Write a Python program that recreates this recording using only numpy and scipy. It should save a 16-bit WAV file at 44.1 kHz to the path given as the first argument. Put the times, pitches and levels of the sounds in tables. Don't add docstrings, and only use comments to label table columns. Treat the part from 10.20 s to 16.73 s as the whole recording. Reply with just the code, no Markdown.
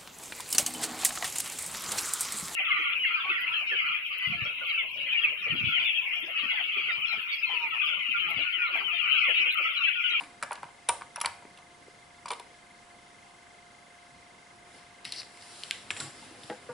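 import sys
import numpy as np
from scipy import signal
from scipy.io import wavfile
from scipy.ndimage import uniform_filter1d

SR = 44100
rng = np.random.default_rng(int(sys.argv[2]) if len(sys.argv) > 2 else 0)


def makeup_ratio(level_db):
    decades = np.asarray(level_db, float) / 20
    return 10 ** decades


def output_pcm(signal):
    pcm = np.clip(np.atleast_2d(signal).T, -1, 1) * 32767
    wavfile.write(sys.argv[1], SR, np.round(pcm).astype(np.int16))


N = 287973
LEAD = 900


def evened(x):
    return x / np.sqrt(np.mean(np.square(x)) + 1e-20)


def read(points, hz):
    f, value = np.transpose(points)
    return np.interp(np.log(hz + 1), np.log(f + 1), value)


def add(mix, s, sound):
    part = mix[max(round(s * SR), 0):][:len(sound)]
    part += sound[:len(part)]


def resonate(x, hz, width):
    turn = np.exp(2j * np.pi * np.cumsum(hz * np.ones(len(x))) / SR)
    r = np.exp(-np.pi * width / SR)
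    return 2 * (turn * signal.lfilter([1 - r], [1, -r], x / turn + 1e-18)).real


def modes(blows, table, level_db):
    return makeup_ratio(level_db) * sum(makeup_ratio(db) * resonate(blows, hz, 1.5 / t60) for hz, db, t60 in table)


def noise(spectrum, same, patchy_db):
    frames, hz = N // 256 + 5, np.fft.rfftfreq(1024, 1 / SR)
    a, b, c, d, patches = rng.standard_normal((frames, 513, 5)).T
    patches = uniform_filter1d(patches, size=12, axis=0)
    patches = evened(uniform_filter1d(patches, size=10, axis=1))
    same = np.clip(read(same, hz), -1, 1)[:, None]
    left, other = a + 1j * b, c + 1j * d
    z = np.array([left, same * left + np.sqrt(1 - same ** 2) * other])
    z *= makeup_ratio(read(spectrum, hz)[:, None] + patchy_db * patches)
    return evened(signal.istft(z, nperseg=1024, noverlap=768)[1][:, :N])


def curves(rows):
    s, *columns = np.transpose(rows)
    t = np.arange(N) / SR
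    on = np.clip(np.minimum(t - s[0], s[-1] + 0.0026 - t) / 0.0026, 0, 1)
    return on, [np.interp(t, s, c) for c in columns]


def grit(density, depth_db):
    slips = evened(uniform_filter1d(rng.standard_normal(N), size=round(SR / density)))
    return evened(rng.standard_normal(N) * makeup_ratio(depth_db * slips))


def strikes(rows, spread, ring, rise, size=4410):
    out, t = np.zeros((2, N)), np.arange(size) / SR
    chatters = rng.standard_normal((len(rows), 2, size))
    for (s, low_db, low_hz, top_db, top_hz, t60), (low_grit, top_grit) in zip(rows, chatters):
        contact = (1 - np.exp(-(t / rise) ** 2)) * makeup_ratio(-60 * t / max(t60, .003))
        low = (low_db, low_hz, low_grit, spread * low_hz)
        top = (top_db, top_hz, top_grit, 0.76 * spread * top_hz)
        for db, hz, rough, width in (low, top):
            crack = contact * evened(resonate(resonate(rough, hz, width), hz, width))
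            part = crack + contact * ring * np.sin(2 * np.pi * hz * t)
            small = signal.butter(3, 0.44 * hz, "high", fs=SR)
            near, wide = signal.lfilter(*small, [part, crack + 0.18 * (part - crack)])
            add(out[0], s, makeup_ratio(db) * near / abs(near).max())
            add(out[1], s, makeup_ratio(db) * wide / abs(wide).max())
    return out


def contacts(rows, t60):
    return [(*row, t60) for row in rows]


# f/Hz, level/dB per Hz
HISS_COLOUR = [(15, -27), (25, -25), (60, -13.5), (180, -9.5), (500, -13), (1000, -10), (1380, -13.5),
               (1610, -10), (1900, -14.5), (3300, -18.5), (6300, -23.5), (10400, -25.5), (11300, -25.5)]
# f/Hz, likeness/1
HISS_LIKENESS = [(60, 1), (140, 0.86), (350, 0.53), (840, 0.24), (2020, 0.28), (4860, 0.49), (11700, 0.81)]


def room_hiss():
    return makeup_ratio(-55) * noise(HISS_COLOUR, HISS_LIKENESS, patchy_db=1.0)


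# f/Hz, rms level/dB
WHINE_TONES = [(703.4, -63), (351.5, -76.5), (526, -76), (1045, -75), (7850, -83.5)]


def whine():
    t = np.arange(N) / SR
    waver = 1.05 * evened(uniform_filter1d(rng.standard_normal(N), size=9000))
    return sum(makeup_ratio(db + waver) * np.sqrt(2) * np.sin(2 * np.pi * hz * t) for hz, db in WHINE_TONES)


SILENT_PIPS = [39, 66, 108, 120, 133, 134, 154, 155, 156, 158]


def lens_motor():
    start_s, every_s = .0297, .04
    t = np.arange(-330, 331) / SR
    pip = signal.windows.tukey(len(t), .6) * np.cos(2 * np.pi * 2082 * t)
    pip += makeup_ratio(-6.0) * np.exp(-((t + 0.0058) / 0.0014) ** 2) * np.cos(2 * np.pi * 3260 * t)
    out = np.zeros(N)
    for k, size in enumerate(rng.standard_normal(int(N / SR / every_s))):
        if k not in SILENT_PIPS:
            add(out, start_s + k * every_s + t[0], (-1) ** k * makeup_ratio(-54.0 + 0.74 * size) * pip)
    return out


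# f/Hz, t60/s
ROOM_T60 = [(300, 0.48), (1000, 0.32), (3000, 0.4), (10000, 0.39)]
# f/Hz, level/dB
ROOM_TINT = [(300, 3.5), (2300, 2), (3000, -2), (6000, -0.5), (10000, -1.5)]


def room(x):
    taps = np.zeros((2, SR // 2))
    at = np.arange(200, SR // 2 - 20, 20)
    at = at + rng.integers(0, 20, (2, len(at)))
    np.put_along_axis(taps, at, rng.choice([-1., 1.], at.shape), 1)
    hz, t, z = signal.stft(taps, SR, nperseg=256)
    decay_db = read(ROOM_TINT, hz)[:, None] - 60 * t / read(ROOM_T60, hz)[:, None]
    tail = signal.istft(z * makeup_ratio(decay_db), SR, nperseg=256)[1]
    tail = tail + 0.4 * tail[::-1]
    return signal.fftconvolve(x[None], tail / np.linalg.norm(tail[0]), axes=1)[:, LEAD:LEAD + N]


def microphone(x):
    x = signal.sosfilt(signal.butter(2, 75, "high", fs=SR, output="sos"), x)
    mid, side = (x[0] + x[1]) / 2, (x[0] - x[1]) / 2
    opposed = resonate(mid, 6310, 1182)
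    thrown = 0.11 * np.roll(resonate(mid, 4870, 2496), shift=9) + 0.25 * np.roll(opposed, shift=2)
    thrown += 0.36 * resonate(mid, 11460, 700) - 0.158 * resonate(mid, 9300, 1100)
    return mid - 0.59 * opposed + (side + thrown) * [[1], [-1]]


# t/s, low ring level/dB, low ring f/Hz, top ring level/dB, top ring f/Hz
PAST_BLOW = [
    (0, -27, 1020, -25, 2080),
    (0, -25.5, 4000, -24, 9340),
]


def earlier_blow():
    return strikes(contacts(PAST_BLOW, 0.042), spread=0.73, ring=0.47, rise=0.00067)[1]


# f/Hz, level/dB, t60/s
BENCH_MODES = [(104.8, 0, 0.48), (141.8, -3.5, 0.32), (206.3, -7, 0.38), (251.6, -6, 0.23),
               (316, -11, 0.17), (495, -9.5, 0.11), (628, -18, 0.18), (820, -6, 0.12)]


def bench_ring(blows, level_db):
    return modes(blows, BENCH_MODES, level_db)


# t/s, speed level/dB, weight on the bench level/dB
SLEEVE_MOVES = [(4.45, -66, -73), (4.58, -57.5, -60), (4.64, -66, -86), (4.8, -80, -81), (5.0, -58, -66),
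                (5.1, -60, -90), (5.25, -52.5, -68), (5.42, -49, -64), (5.55, -50.5, -59), (5.66, -58, -60),
                (5.73, -52.5, -68), (5.83, -44.5, -48), (5.92, -54, -53.5), (6.04, -53, -56.5),
                (6.18, -58, -55.5), (6.28, -53, -63), (6.4, -60.5, -65), (6.53, -60, -54)]
# f/Hz, level/dB per Hz
CLOTH_COLOUR = [(880, -35), (1500, -24), (1900, -24), (2080, -25), (2570, -2), (3750, 1), (5300, 1.5),
                (6370, -2.5), (7350, -1.5), (11200, -3), (14600, -32), (22000, -120)]


def sleeve():
    on, (speed_db, weight_db) = curves(SLEEVE_MOVES)
    dull_db = -55.5 + 0.25 * (speed_db - speed_db.mean()) + 0.09 * (weight_db - weight_db.mean())
    wide = [(100, 0.96), (10000, 0.63)]
    dull_colour = [(200, -17), (350, 0.5), (900, -2), (1900, -2.5), (3000, -7), (9000, -80)]
    push_colour = [(50, -36), (90, -1.0), (330, 6.5), (900, -5), (2000, -60)]
    hiss = makeup_ratio(speed_db + 0.5) * noise(CLOTH_COLOUR, wide, patchy_db=-1.3)
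    dull = makeup_ratio(dull_db - 4.0) * noise(dull_colour, wide, patchy_db=1)
    push = noise(push_colour, wide, patchy_db=3.5)
    stirred = evened([bench_ring(port, level_db=5) + 0.14 * port for port in push])
    return on * (hiss + dull + makeup_ratio(weight_db - 2.0) * stirred)


# t/s, low ring level/dB, low ring f/Hz, upper ring level/dB, upper ring f/Hz
GRIP_BUMPS = [(.01, -57, 150, -50.5, 290), (.228, -54, 140, -51, 248), (.43, -53.5, 140, -61, 260),
              (.69, -55, 74.6, -56, 139), (1.05, -56, 75, -56, 149), (4.854, -50.5, 130, -51, 232),
              (5.765, -52, 450, -44, 730), (5.803, -55, 302, -50, 820), (5.93, -52, 250, -56, 500),
              (6.02, -51, 246, -46.5, 862), (6.11, -45, 332, -60, 520), (6.237, -49, 130, -55, 265),
              (6.297, -33, 588, -38, 1320), (6.311, -33, 450, -40, 846), (6.49, -42, 503, -45, 1530)]


def grip_bumps():
    rows = [(*row, 0.065 + 7.4 / row[2]) for row in GRIP_BUMPS]
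    return strikes(rows, spread=0.62, ring=1.33, rise=0.0014)


# t/s, pressure level/dB
SCRAPE_PRESSURE = [
    (4.846, -51),
    (4.862, -44),
    (4.89, -51.5),
    (4.91, -54),
    (4.93, -46),
    (4.955, -48.5),
    (4.965, -41),
    (5.0, -39),
    (5.012, -45),
]


def scrape():
    on, (db,) = curves(SCRAPE_PRESSURE)
    firm = np.maximum(db + 46.5, 0)
    low_db, top_db = -4.5 - 2.2 * firm, -8.5 - 1.2 * firm
    rub = grit(700, depth_db=1.8)

    def band(hz, width):
        return evened(resonate(resonate(rub, hz, width), hz, width))

    middle = 0.73 * band(4350, 1200) + 0.61 * band(4970, 1100)
    low = 0.7 * band(2120, 540) + 1.57 * band(3050, 1850)
    top = band(8000, 1600) + band(10600, 1800)
    return on * makeup_ratio(db) * (middle + makeup_ratio(low_db) * low + makeup_ratio(top_db) * top)


# t/s, level/dB, t60/s
SHAFT_JERKS = [
    (5.706, -41, .1),
    (5.772, -44, 0.12),
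    (5.804, -39, 0.17),
]
# f/Hz, width/Hz, level/dB
COILS = [(1590, 25, -28), (3640, 39, -29), (4300, 230, -33), (5590, 24, -9.5), (7240, 40, 5), (7500, 73, 9),
         (8250, 48, -20), (9330, 120, -11)]


def slide():
    rise_s, end_s, start_s = 0.007, 5.92, SHAFT_JERKS[0][0]
    clock = np.arange(N) / SR
    t = clock - start_s
    level = makeup_ratio(-57.5)
    for s, db, t60 in SHAFT_JERKS:
        since = np.maximum(clock - s, -1)
        level = level + np.clip(1 + since / rise_s, 0, 1) * makeup_ratio(db - 60 * np.maximum(since, 0) / t60)
    level = level * (t > 0) * np.clip((end_s - clock) / rise_s, 0, 1)
    low_db = 5.5 - 56 * np.clip(t, 0, 1)
    rub = grit(420, depth_db=3.5)
    high = 0.34 * evened(resonate(rub, 8500, 4000))
    low = evened(resonate(resonate(rub, 1720, 2600), 2500, 3000))
    for hz, width, db in COILS:
        coil = makeup_ratio(db) * evened(resonate(rub, hz, 5 * width))
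        if hz > 6000:
            high = high + coil
        else:
            low = low + coil
    return level * (evened(high) + makeup_ratio(low_db) * evened(low))


def pings(rows, t60):
    return makeup_ratio([[0], [-10]]) * strikes(contacts(rows, t60), spread=0.034, ring=1.35, rise=0.00053)


# t/s, low ring level/dB, low ring f/Hz, top ring level/dB, top ring f/Hz
STAND_PINGS = [
    (5.806, -39, 1400, -46, 8800),
    (5.707, -38, 2170, -41, 7200),
    (5.512, -41, 2410, -42.5, 1600),
    (5.545, -44, 2700, -46, 2000),
]


def spring_pings():
    return pings(STAND_PINGS, t60=0.085)


# t/s, low ring level/dB, low ring f/Hz, top ring level/dB, top ring f/Hz
SMALL_TOOLS = [(4.8456, -35, 3980, -52, 9600), (4.851, -27.5, 2670, -31, 10740),
               (4.9219, -20, 4300, -24.5, 10800), (4.9364, -32, 3700, -47, 10800),
               (5.017, -32, 2220, -53, 8080), (5.031, -34, 4300, -53, 9440), (5.1731, -42, 2170, -44, 7580),
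               (5.211, -44, 2130, -42, 4000), (5.226, -42, 2800, -52, 10000),
               (5.435, -23.5, 3050, -34, 10300), (5.5097, -15.5, 2550, -22, 11000),
               (5.705, -17, 2420, -34, 7200), (5.7648, -30, 2270, -36, 7700),
               (5.8019, -20.5, 4150, -47, 7200), (5.8052, -35, 1590, -24, 7750),
               (6.2345, -34, 3610, -42, 10800), (6.24, -42, 3300, -42, 10000),
               (6.3005, -28, 1880, -40, 3600)]
# t/s, level/dB, f/Hz, contact t60/s
BRIGHT_EDGES = [(4.8522, -26, 3930, .014), (4.8542, -33, 2100, .016), (4.9245, -26.5, 4000, .012),
                (4.9604, -32, 4200, .008), (5.0177, -33, 4300, .008), (5.223, -38, 4650, .01),
                (5.435, -27.5, 4200, .01), (5.5098, -12, 4100, .006), (5.7052, -19, 3200, .007),
                (5.7675, -32, 3300, .014), (5.4352, -33, 5030, .01), (6.2985, -37, 3500, .012)]


def tool_ticks():
    edges = [(s, db, hz, db - 14, 8300, t60) for s, db, hz, t60 in BRIGHT_EDGES]
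    return strikes(contacts(SMALL_TOOLS, 0.0087) + edges, spread=.7, ring=1.4, rise=.00025)


# t/s, low ring level/dB, low ring f/Hz, upper ring level/dB, upper ring f/Hz, t60/s
BODY_RINGS = [(.6905, -28, 951, -38, 778, .11), (5.716, -50, 98.5, -63, 141, .6),
              (5.81, -49, 252.5, -45, 1120, 0.26), (5.855, -50, 135, -53, 820, .3),
              (6.297, -35, 495, -36, 826, 0.15), (6.299, -37, 323, -42, 650, 0.12),
              (6.3, -41.5, 206, -44, 1590, 0.14), (6.49, -33.5, 495, -45.5, 1656, 0.15),
              (6.491, -44, 1446, -44.5, 1180, 0.12), (6.496, -46.5, 144, -44, 934, 0.18),
              (6.302, -48, 130, -44, 1900, .1)]


def clear_rings():
    return strikes(BODY_RINGS, spread=0.14, ring=2.7, rise=0.0014, size=11025)[0]


# t/s, level/dB, f/Hz, partner level/dB, partner f/Hz, t60/s
SWINGING_BAR = [
    (.689, -35, 9300, -47, 9610, .25),
    (2.106, -46, 9340, -56, 9610, 0.13),
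]


def free_bar():
    return strikes(SWINGING_BAR, spread=0.012, ring=0.81, rise=0.003, size=8820)[0]


# t/s, low ring level/dB, low ring f/Hz, top ring level/dB, top ring f/Hz
HANDLE_PINGS = [
    (.688, -14, 9308, -18, 10200),
    (.6915, -17, 9308, -34, 5600),
    (.959, -30.5, 5650, -30.5, 9850),
    (1.058, -23, 4600, -25, 10000),
    (1.058, -38, 2400, -27, 9100),
    (.317, -48, 3400, -37, 9300),
    (.226, -40, 9250, -34, 10800),
    (.8195, -28.5, 1160, -40, 2230),
    (1.013, -30, 5700, -22.5, 10800),
    (.688, -28, 3690, -30, 7800),
]


def handle_pings():
    return pings(HANDLE_PINGS, t60=0.013)


# t/s, middle ring level/dB, middle ring f/Hz, bar ring level/dB
BAR = [(0.035, -45, 3320, -49), (0.315, -42, 3380, -44), (0.3536, -39, 4000, -49), (0.6872, -21, 3690, -14),
       (0.6914, -27, 5400, -19), (0.809, -44, 5340, -60), (0.8209, -60, 3340, -61), (1.386, -48, 3300, -53),
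       (2.0815, -37, 3300, -44), (2.084, -32, 5170, -39), (2.088, -39, 3500, -44),
       (2.1044, -26.5, 3400, -32.5), (2.1152, -28.5, 3070, -27), (2.1324, -33, 3600, -38)]
# t/s, middle ring level/dB, middle ring f/Hz, knob ring level/dB
KNOB = [
    (0.0074, -44, 3630, -46),
    (0.2325, -31, 5000, -31),
    (0.3284, -34, 4600, -28),
    (0.9582, -38, 3780, -34),
    (1.0012, -32, 3520, -29),
    (1.0119, -24.5, 3200, -22),
    (1.0138, -23.5, 5540, -17.5),
    (1.0466, -46, 3600, -46),
    (1.3735, -42.5, 2800, -49),
    (2.1959, -37, 3500, -40),
]
# t/s, middle ring level/dB, middle ring f/Hz, collar ring level/dB
COLLAR = [
    (0.2253, -33, 4100, -27),
    (0.429, -41, 3000, -47),
    (1.0576, -21.5, 3980, -22),
    (2.0578, -35, 4730, -41),
]


def handle_ticks():
    rows = []
    for ticks, top_hz in ((BAR, 9240), (KNOB, 10800), (COLLAR, 8080)):
        for s, db, hz, top_db in ticks:
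            hard_db = max(max(db, top_db) + 29, 0)
            rows.append((s, db, hz, top_db, top_hz, 0.022 / makeup_ratio(0.3 * hard_db)))
    return strikes(sorted(rows), spread=1.0, ring=0.93, rise=0.001)


# f/Hz, level/dB, t60/s
VISE_MODES = [(576, -15.5, 0.165), (794, -12.5, 0.39), (950, -12.5, 0.035), (1086, -17.5, 0.0497),
              (1170, -24.5, 0.16), (2295, -21, 0.16), (2440, -14, 0.09), (4380, -31, 0.046),
              (10100, -28, 0.1)]


def vise_ring(blows):
    return modes(blows, VISE_MODES, level_db=16.5)


# t/s, low ring level/dB, low ring f/Hz, jaw ring level/dB, contact t60/s
MOVING_JAW = [(0.003, -40, 800, -48, 0.02), (0.0085, -30, 950, -39, 0.035), (0.212, -50, 1000, -48, 0.04),
              (0.225, -20, 1256, -28, 0.016), (0.317, -28, 1380, -54, 0.043), (0.33, -37, 930, -54, 0.023),
              (0.4305, -29.5, 886, -37, 0.021), (0.689, -44, 382, -33, 0.015),
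              (0.81, -35.5, 1070, -48, 0.05), (0.959, -39, 1430, -31, 0.033),
              (0.967, -36, 2600, -32, 0.016), (0.976, -34.5, 857, -49, 0.071),
              (1.038, -30, 960, -36, 0.014), (1.251, -39.5, 387, -42.5, 0.0089),
              (1.68, -44, 386, -61, 0.025), (2.1095, -28, 880, -36, 0.019)]
# t/s, low ring level/dB, low ring f/Hz, jaw ring level/dB, contact t60/s
FIXED_JAW = [(0.035, -47, 1180, -38.5, 0.086), (0.2305, -26, 1380, -31, 0.03),
             (0.3075, -25, 877, -37, 0.022), (0.3215, -27, 980, -37, 0.016),
             (0.355, -53, 824, -37.5, 0.025), (0.376, -42, 900, -55, 0.04), (0.439, -44, 1000, -42, 0.02),
             (0.486, -45, 813, -50, 0.03), (0.682, -44, 1000, -44, 0.03), (0.6863, -25, 950, -26, 0.02),
             (0.6905, -18, 950, -18, 0.028), (0.819, -37, 1100, -37, 0.013),
             (1.012, -25.5, 1140, -27, 0.023), (1.046, -21, 996, -21, 0.018), (1.058, -22, 964, -18, 0.014),
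             (1.072, -28.5, 930, -49, 0.019), (1.223, -41, 880, -62, 0.015),
             (1.386, -46.5, 756, -53, 0.013), (2.056, -30.5, 995, -38, 0.025),
             (2.07, -40, 1000, -48, 0.025), (2.08, -35, 1100, -37, 0.028), (2.101, -40, 1000, -46, 0.02),
             (2.104, -26.5, 990, -29.5, 0.042), (2.116, -30, 1000, -36, 0.025),
             (2.123, -32, 973, -38, 0.025), (2.132, -40, 950, -34, 0.03), (2.1965, -37, 980, -43, 0.03)]
# t/s, level/dB, f/Hz, contact t60/s
BASE_THUDS = [
    (.228, -38.5, 582, 0.09),
    (.312, -37, 600, 0.054),
    (.433, -40.5, 550, 0.027),
    (.689, -29.5, 563, 0.047),
    (.70, -38, 576, 0.1),
    (1.049, -40, 576, 0.041),
    (2.108, -37, 487, 0.1),
    (2.199, -45, 457, 0.038),
]


def vise_knocks():
    jaws = []
    for rows, jaw_hz in ((MOVING_JAW, 1548), (FIXED_JAW, 2330)):
        jaws += [(s, db, hz, jaw_db, jaw_hz, t60) for s, db, hz, jaw_db, t60 in rows]
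    base = [(s, db, hz, db - 6, 796, t60) for s, db, hz, t60 in BASE_THUDS]
    knocks = strikes(sorted(jaws), spread=0.93, ring=1.35, rise=0.0016)
    return knocks + strikes(base, spread=0.61, ring=0.65, rise=0.0019)


def to_right(db):
    return makeup_ratio([[-db], [db]])


def scene():
    knocks, bumps = vise_knocks(), grip_bumps()
    ticks = handle_ticks() + handle_pings() + spring_pings()
    tools = tool_ticks() + scrape() + slide()
    ring = vise_ring(knocks[1] + ticks[1]) + bench_ring(bumps[1], level_db=1.5)
    near = (knocks[0] + ring + bumps[0]) * to_right(.15) + ticks[0] * to_right(.3)
    near += tools[0] * to_right(-.45) + clear_rings() + free_bar() * to_right(.4)
    spread = knocks[1] + ticks[1] + tools[1] + makeup_ratio(-3) * bumps[1] + ring
    spread = np.pad(spread, (LEAD, 0)) + np.pad(earlier_blow(), (0, LEAD))
    camera = whine() * to_right(.5) + lens_motor() * makeup_ratio([[1.1], [-1.5]])
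    return microphone(near + makeup_ratio(-10.0) * room(spread) + sleeve()) + camera + room_hiss()


def roll_off(x):
    return signal.sosfilt(signal.butter(12, 12300, fs=SR, output="sos"), x)


def record(dry):
    band_limit = signal.firwin(767, 11075, window=("kaiser", 8), fs=SR)
    limited = signal.oaconvolve(dry, band_limit[None], "same")
    spilled = limited - .8 * limited ** 3 / (1 + (limited / .2) ** 2)
    return roll_off(spilled)


dry = scene()
out = record(dry)
output_pcm(out)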